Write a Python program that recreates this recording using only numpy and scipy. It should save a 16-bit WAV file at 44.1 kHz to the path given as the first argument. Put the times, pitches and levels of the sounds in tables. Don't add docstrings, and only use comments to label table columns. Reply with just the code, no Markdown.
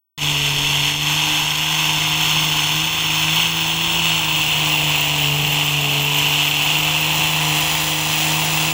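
import sys
import numpy as np
from scipy import signal
from scipy.fft import rfft, irfft, next_fast_len
from scipy.io import wavfile
from scipy.ndimage import map_coordinates

SR = 44100
rng = np.random.default_rng(int(sys.argv[2]) if len(sys.argv) > 2 else 0)


def wav_record(signal):
    frames = np.transpose(np.atleast_2d(signal))
    bounded = np.clip(frames, -1, 1)
    quanta = np.round(bounded * 32767).astype(np.int16)
    wavfile.write(sys.argv[1], SR, quanta)


N = 384993

# strength in dB, lateness in firing intervals.
CYLINDERS = [(-2.5, -0.00069), (-4.5, 0.041), (-2.5, -.06), (-5, 0.029), (-3.5, 0.086), (-6.5, -0.12)]
# time in seconds, level in dB.
ROAR_LEVEL = [(0.27, -20.5), (0.72, -20.5), (0.87, -18.4), (0.97, -24), (1.12, -19), (1.27, -19),
              (1.62, -23), (1.72, -20), (2.67, -19.5), (2.92, -22.5), (3.32, -19), (3.57, -21.5),
              (4.02, -20), (4.07, -18), (4.27, -21), (4.42, -19.3), (5.67, -20), (5.87, -20.8), (6.27, -19),
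              (7.12, -19.5), (7.77, -20.5), (7.97, -23.5), (8.22, -20.5), (8.68, -23)]


def amp(db):
    return 10 ** (np.asarray(db) / 20)


def unit(x):
    return x / np.sqrt(np.mean(x ** 2) + 1e-20)


def clock():
    return np.arange(N) / SR


def ramp(times_s, values):
    return np.interp(clock(), times_s, values)


def curve(rows):
    return ramp(*np.transpose(rows))


def noise():
    return rng.standard_normal(N)


def wobble(knots_per_s):
    knots = rng.standard_normal(int(N * knots_per_s / SR) + 4)
    return map_coordinates(knots, [np.arange(N) * knots_per_s / SR])


def filtered(x, gain_at_hz):
    size = next_fast_len(N + 8192)
    return irfft(rfft(x, size) * gain_at_hz(np.fft.rfftfreq(size, 1 / SR)), size)[:N]


def coloured(x, spectrum):
    size = 8192
    hz, db = np.transpose(spectrum)
    shape_db = np.interp(np.log(np.fft.rfftfreq(size, 1 / SR) + 1), np.log(hz + 1), db)
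    cepstrum = irfft(np.log(amp(shape_db) + 1e-6))
    cepstrum[1:size // 2] *= 2
    cepstrum[size // 2 + 1:] = 0
    impulse_response = irfft(np.exp(rfft(cepstrum)))
    return unit(signal.fftconvolve(x, impulse_response)[:N])


def by_distance(far, midway, near):
    times_s = [3, 5, 6.9, 7.8]
    return (far * ramp(times_s, [1, 0, 0, 0])
            + midway * ramp(times_s, [0, 1, 1, 0])
            + near * ramp(times_s, [0, 0, 0, 1]))


def breeze():
    # frequency in Hz, relative density in dB.
    spectrum = [(10, -6), (22, -9), (50, -3), (110, -13), (300, -54)]
    fall_db_per_s, gust_db = 2.5, 4
    return amp(-43.5 - fall_db_per_s * clock() + gust_db * wobble(8)) * coloured(noise(), spectrum)


def rumble():
    # frequency in Hz, relative density in dB.
    spectrum = [(18, -52), (30, -12), (107, -8), (156, -1.5), (179, -5.5), (209, -12), (304, -9.5),
                (364, -10), (650, -14), (840, -38), (1430, -120)]
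    return amp(-41 + 2.7 * wobble(7)) * coloured(noise(), spectrum)


def tree_echo(x, t60_s, delay_s):
    t = np.arange(SR // 2) / SR
    tail = rng.standard_normal(len(t)) * amp(-60 * t / t60_s) * (t > delay_s)
    echo = signal.fftconvolve(x, tail / np.linalg.norm(tail))[:N]
    return filtered(echo, lambda hz: 1 / (1 + (hz / 6000) ** 2))


def approaching(x, *spectra):
    return by_distance(*(coloured(x, spectrum) for spectrum in spectra))


def off_boost_db():
    return ramp([0.95, 1.12], [-2.5, 0])


def turbo(firing_hz):
    inertia_s, cruise_firing_hz, cruise_whistle_hz = .43, 150, 14358
    whistle_per_firing, heating_hz_per_s = 73, 97.5
    speed_db_per_hz, approach_db_per_s = .0025, .6
    width_hz, skirt_db = 160, -12
    pole = np.exp(-1 / (inertia_s * SR))
    lagged_hz = firing_hz[0] + signal.lfilter([1 - pole], [1, -pole], firing_hz - firing_hz[0])
    rise_hz = whistle_per_firing * (lagged_hz - cruise_firing_hz) + heating_hz_per_s * clock()
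    roar_db = curve(ROAR_LEVEL)
    surge_db = .5 * (roar_db - np.mean(roar_db)) + off_boost_db()
    level_db = -37.5 + speed_db_per_hz * rise_hz + approach_db_per_s * clock() + surge_db
    angle = 2 * np.pi * np.cumsum(cruise_whistle_hz + rise_hz + 35 * wobble(7)) / SR
    band = lambda hz: np.exp(-.5 * (hz / width_hz) ** 2) + amp(skirt_db) / (1 + (hz / width_hz / 3) ** 2)
    whistle = filtered(noise(), band) * np.cos(angle) + filtered(noise(), band) * np.sin(angle)
    flutter_db = 1.4 * wobble(18) + 1.8 * wobble(130)
    return amp(level_db) * unit(whistle * amp(flutter_db))


def engine_line(phase, order, drift_rad):
    return np.sqrt(2) * np.sin(2 * np.pi * (order * phase + rng.random()) + drift_rad * wobble(5))


def drone(phase, firing_hz):
    # time in seconds, level in dB.
    tone_level = [(0.27, -27), (1.57, -31.5), (2.67, -27.5), (2.92, -32), (3.32, -27), (3.47, -31.5),
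                  (4.17, -29.5), (4.47, -30.5), (4.87, -25.5), (4.97, -30), (5.32, -24), (5.52, -26),
                  (5.97, -25), (6.42, -29.5), (7.52, -26.5), (7.77, -31), (8.27, -26.5), (8.68, -27.5)]
    # multiple of the cycle rate, base level in dB.
    cycle_lines = [(2, -51.5), (3, -47), (4, -46.5), (9, -51.5), (10, -56), (11, -56), (13, -54), (15, -55),
                   (16, -56), (17, -59), (18, -49.5), (20, -48.5), (24, -57.5), (25, -56), (26, -51),
                   (28, -46.5), (30, -52)]
    # centre in Hz, width in Hz, lift in dB.
    pipe_modes = [(432, 18, 11), (510, 20, 3), (727, 20, 3)]
    tone_db = curve(tone_level)
    load_db = tone_db - np.mean(tone_db)
    octave_db = by_distance(-38, -37.5, -35.5) + 0.38 * load_db
    tone = amp(tone_db + 0.98 * wobble(9)) * engine_line(phase, 1, drift_rad=.06)
    octave = amp(octave_db + 1.8 * wobble(10)) * engine_line(phase, 2, drift_rad=.19)
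    tilt_db_per_order = by_distance(-1.1, -0.14, 0.57) + 0.19 * load_db
    throb = np.zeros(N)
    for multiple, base_db in cycle_lines:
        order = multiple / len(CYLINDERS)
        lift_db = sum(db / (1 + (2 * (order * firing_hz - hz) / width_hz) ** 2)
                      for hz, width_hz, db in pipe_modes)
        line_db = base_db + lift_db + order * tilt_db_per_order + 1.9 * wobble(2.92)
        throb += amp(line_db) * engine_line(phase, order, drift_rad=.25)
    return tone + octave + throb


def firings(phase, scatter_db, jitter_intervals):
    number = np.arange(1, int(phase[-1]) - 1)
    strength_db, lateness = np.array(CYLINDERS)[number % len(CYLINDERS)].T
    jitter, scatter = rng.standard_normal((len(number), 2)).T
    onsets = np.searchsorted(phase, number + lateness + jitter_intervals * jitter)
    return np.bincount(onsets, amp(strength_db + scatter_db * scatter), N)[:N]


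def gas_bursts(pulses, life_s, steady_flow):
    t = np.arange(SR // 20) / SR
    envelope = unit(signal.fftconvolve(pulses, t * np.exp(-t / life_s))[:N])
    return unit(noise() * (envelope + steady_flow))


def exhaust(pulses):
    # frequency in Hz, relative density in dB.
    bark_far = [(310, -41), (520, -16.5), (564, -17), (708, -4.5), (764, -3), (904, 4.5), (1060, 1.5),
                (1310, -6.5), (1580, -3), (1710, -10), (1900, -14.5), (2470, -29), (4180, -120)]
    bark_near = [(310, -35.5), (500, -9), (600, -9), (720, -.5), (900, 4), (1060, 1), (1310, -6),
                 (1720, -8), (1900, -12), (2470, -28), (4180, -120)]
    rasp_far = [(1000, -33), (1700, -18.5), (2000, -6.5), (2310, -7), (2660, 2.5), (3360, 1.5),
                (3560, -0.5), (3910, -15.5), (4320, -7.5), (4800, -26), (6240, -41), (10600, -120)]
    rasp_midway = [(1000, -52), (1700, -23), (2040, -12), (2240, -11), (2740, 1.5), (3110, -2),
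                   (3570, -7.5), (3780, -15.5), (4310, -13.5), (4680, -19.5), (4800, -43), (6240, -51),
                   (10600, -120)]
    rasp_near = [(1000, -58), (1700, -17), (1930, -6.5), (2280, -7.5), (2680, 3), (2840, -1), (3350, -1),
                 (3710, -9), (4120, -7), (4520, -13), (4800, -20), (6240, -40), (10600, -120)]
    hiss_far = [(2710, -28), (4600, -4.5), (4860, -11.5), (5290, 1), (5470, 2), (5770, -9.5), (6320, 4.5),
                (6610, -3.5), (6920, -3), (8220, -8), (9420, -16), (10400, -11.5), (12800, -17.5),
                (13400, -15), (13600, -18.5)]
    hiss_midway = [(2710, -36), (4600, -9.5), (4680, -13), (4990, 0.5), (5520, -0.5), (7240, 1),
                   (7780, 0.5), (8220, -7), (8640, -6), (9290, -13), (10100, -6.5), (13600, -12.5)]
    hiss_near = [(2710, -22), (4600, -10), (4930, 0.5), (5430, -4), (5980, 1.5), (6550, -4), (7120, 3.5),
                 (7630, -6), (8320, -1.5), (9080, -14.5), (9870, -6.5), (11500, -7), (13800, -10.5)]
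    bark_db = by_distance(-9.5, -10.5, -7) + off_boost_db()
    hiss_db = by_distance(-7.5, -9.5, -4)
    puffs = 0.62 * unit(pulses) + gas_bursts(pulses, life_s=.00094, steady_flow=2.1)
    bark = approaching(puffs, bark_far, bark_near, bark_near)
    gas = gas_bursts(pulses, life_s=.0018, steady_flow=1)
    rasp = approaching(gas, rasp_far, rasp_midway, rasp_near)
    jet = unit(gas_bursts(pulses, life_s=.0021, steady_flow=2) * amp(1.53 * wobble(900)))
    hiss = approaching(jet, hiss_far, hiss_midway, hiss_near)
    sizzle = amp(-15) * coloured(jet, [(12000, -34), (13600, 10), (16000, -11)])
    return amp(curve(ROAR_LEVEL)) * (rasp + amp(bark_db) * bark + amp(hiss_db) * (hiss + sizzle))


def scene():
    # time in seconds, firing rate in Hz.
    engine_speed = [(0.22, 147.9), (0.52, 143.3), (0.87, 145.2), (1.22, 152.6), (1.52, 151.6),
                    (1.72, 156.4), (1.97, 153.6), (2.37, 156.0), (2.67, 150.6), (2.87, 160.3),
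                    (3.12, 157.1), (3.32, 157.9), (3.42, 164.9), (3.67, 160.7), (3.92, 166.5),
                    (4.27, 155.9), (5.07, 149.5), (5.27, 145.6), (5.57, 148.9), (5.92, 143.7),
                    (6.42, 148.6), (6.62, 146.9), (6.72, 152.8), (7.27, 156.1), (7.52, 152.3),
                    (7.77, 156.4), (7.97, 154.3), (8.7, 157.4)]
    firing_hz = curve(engine_speed)
    phase = np.cumsum(firing_hz) / SR
    roar = exhaust(firings(phase, scatter_db=1.3, jitter_intervals=.012))
    echo = amp(-9.5) * tree_echo(roar, t60_s=.27, delay_s=.03)
    air_waver = amp(0.54 * wobble(13))
    tractor = drone(phase, firing_hz) + air_waver * (roar + turbo(firing_hz))
    return (tractor + echo + rumble() + breeze())[None]


def record(dry):
    start_s, ceiling, top_hz = .178, .56, 15780
    fade_in_db = ramp([.2, .225], [-9, 0])
    x = dry[0] * (clock() > start_s) * amp(fade_in_db)
    rounded = x / (1 + (x / ceiling) ** 6) ** (1 / 6)
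    return filtered(rounded, lambda hz: hz < top_hz)[None]


dry = scene()
out = record(dry)
wav_record(out)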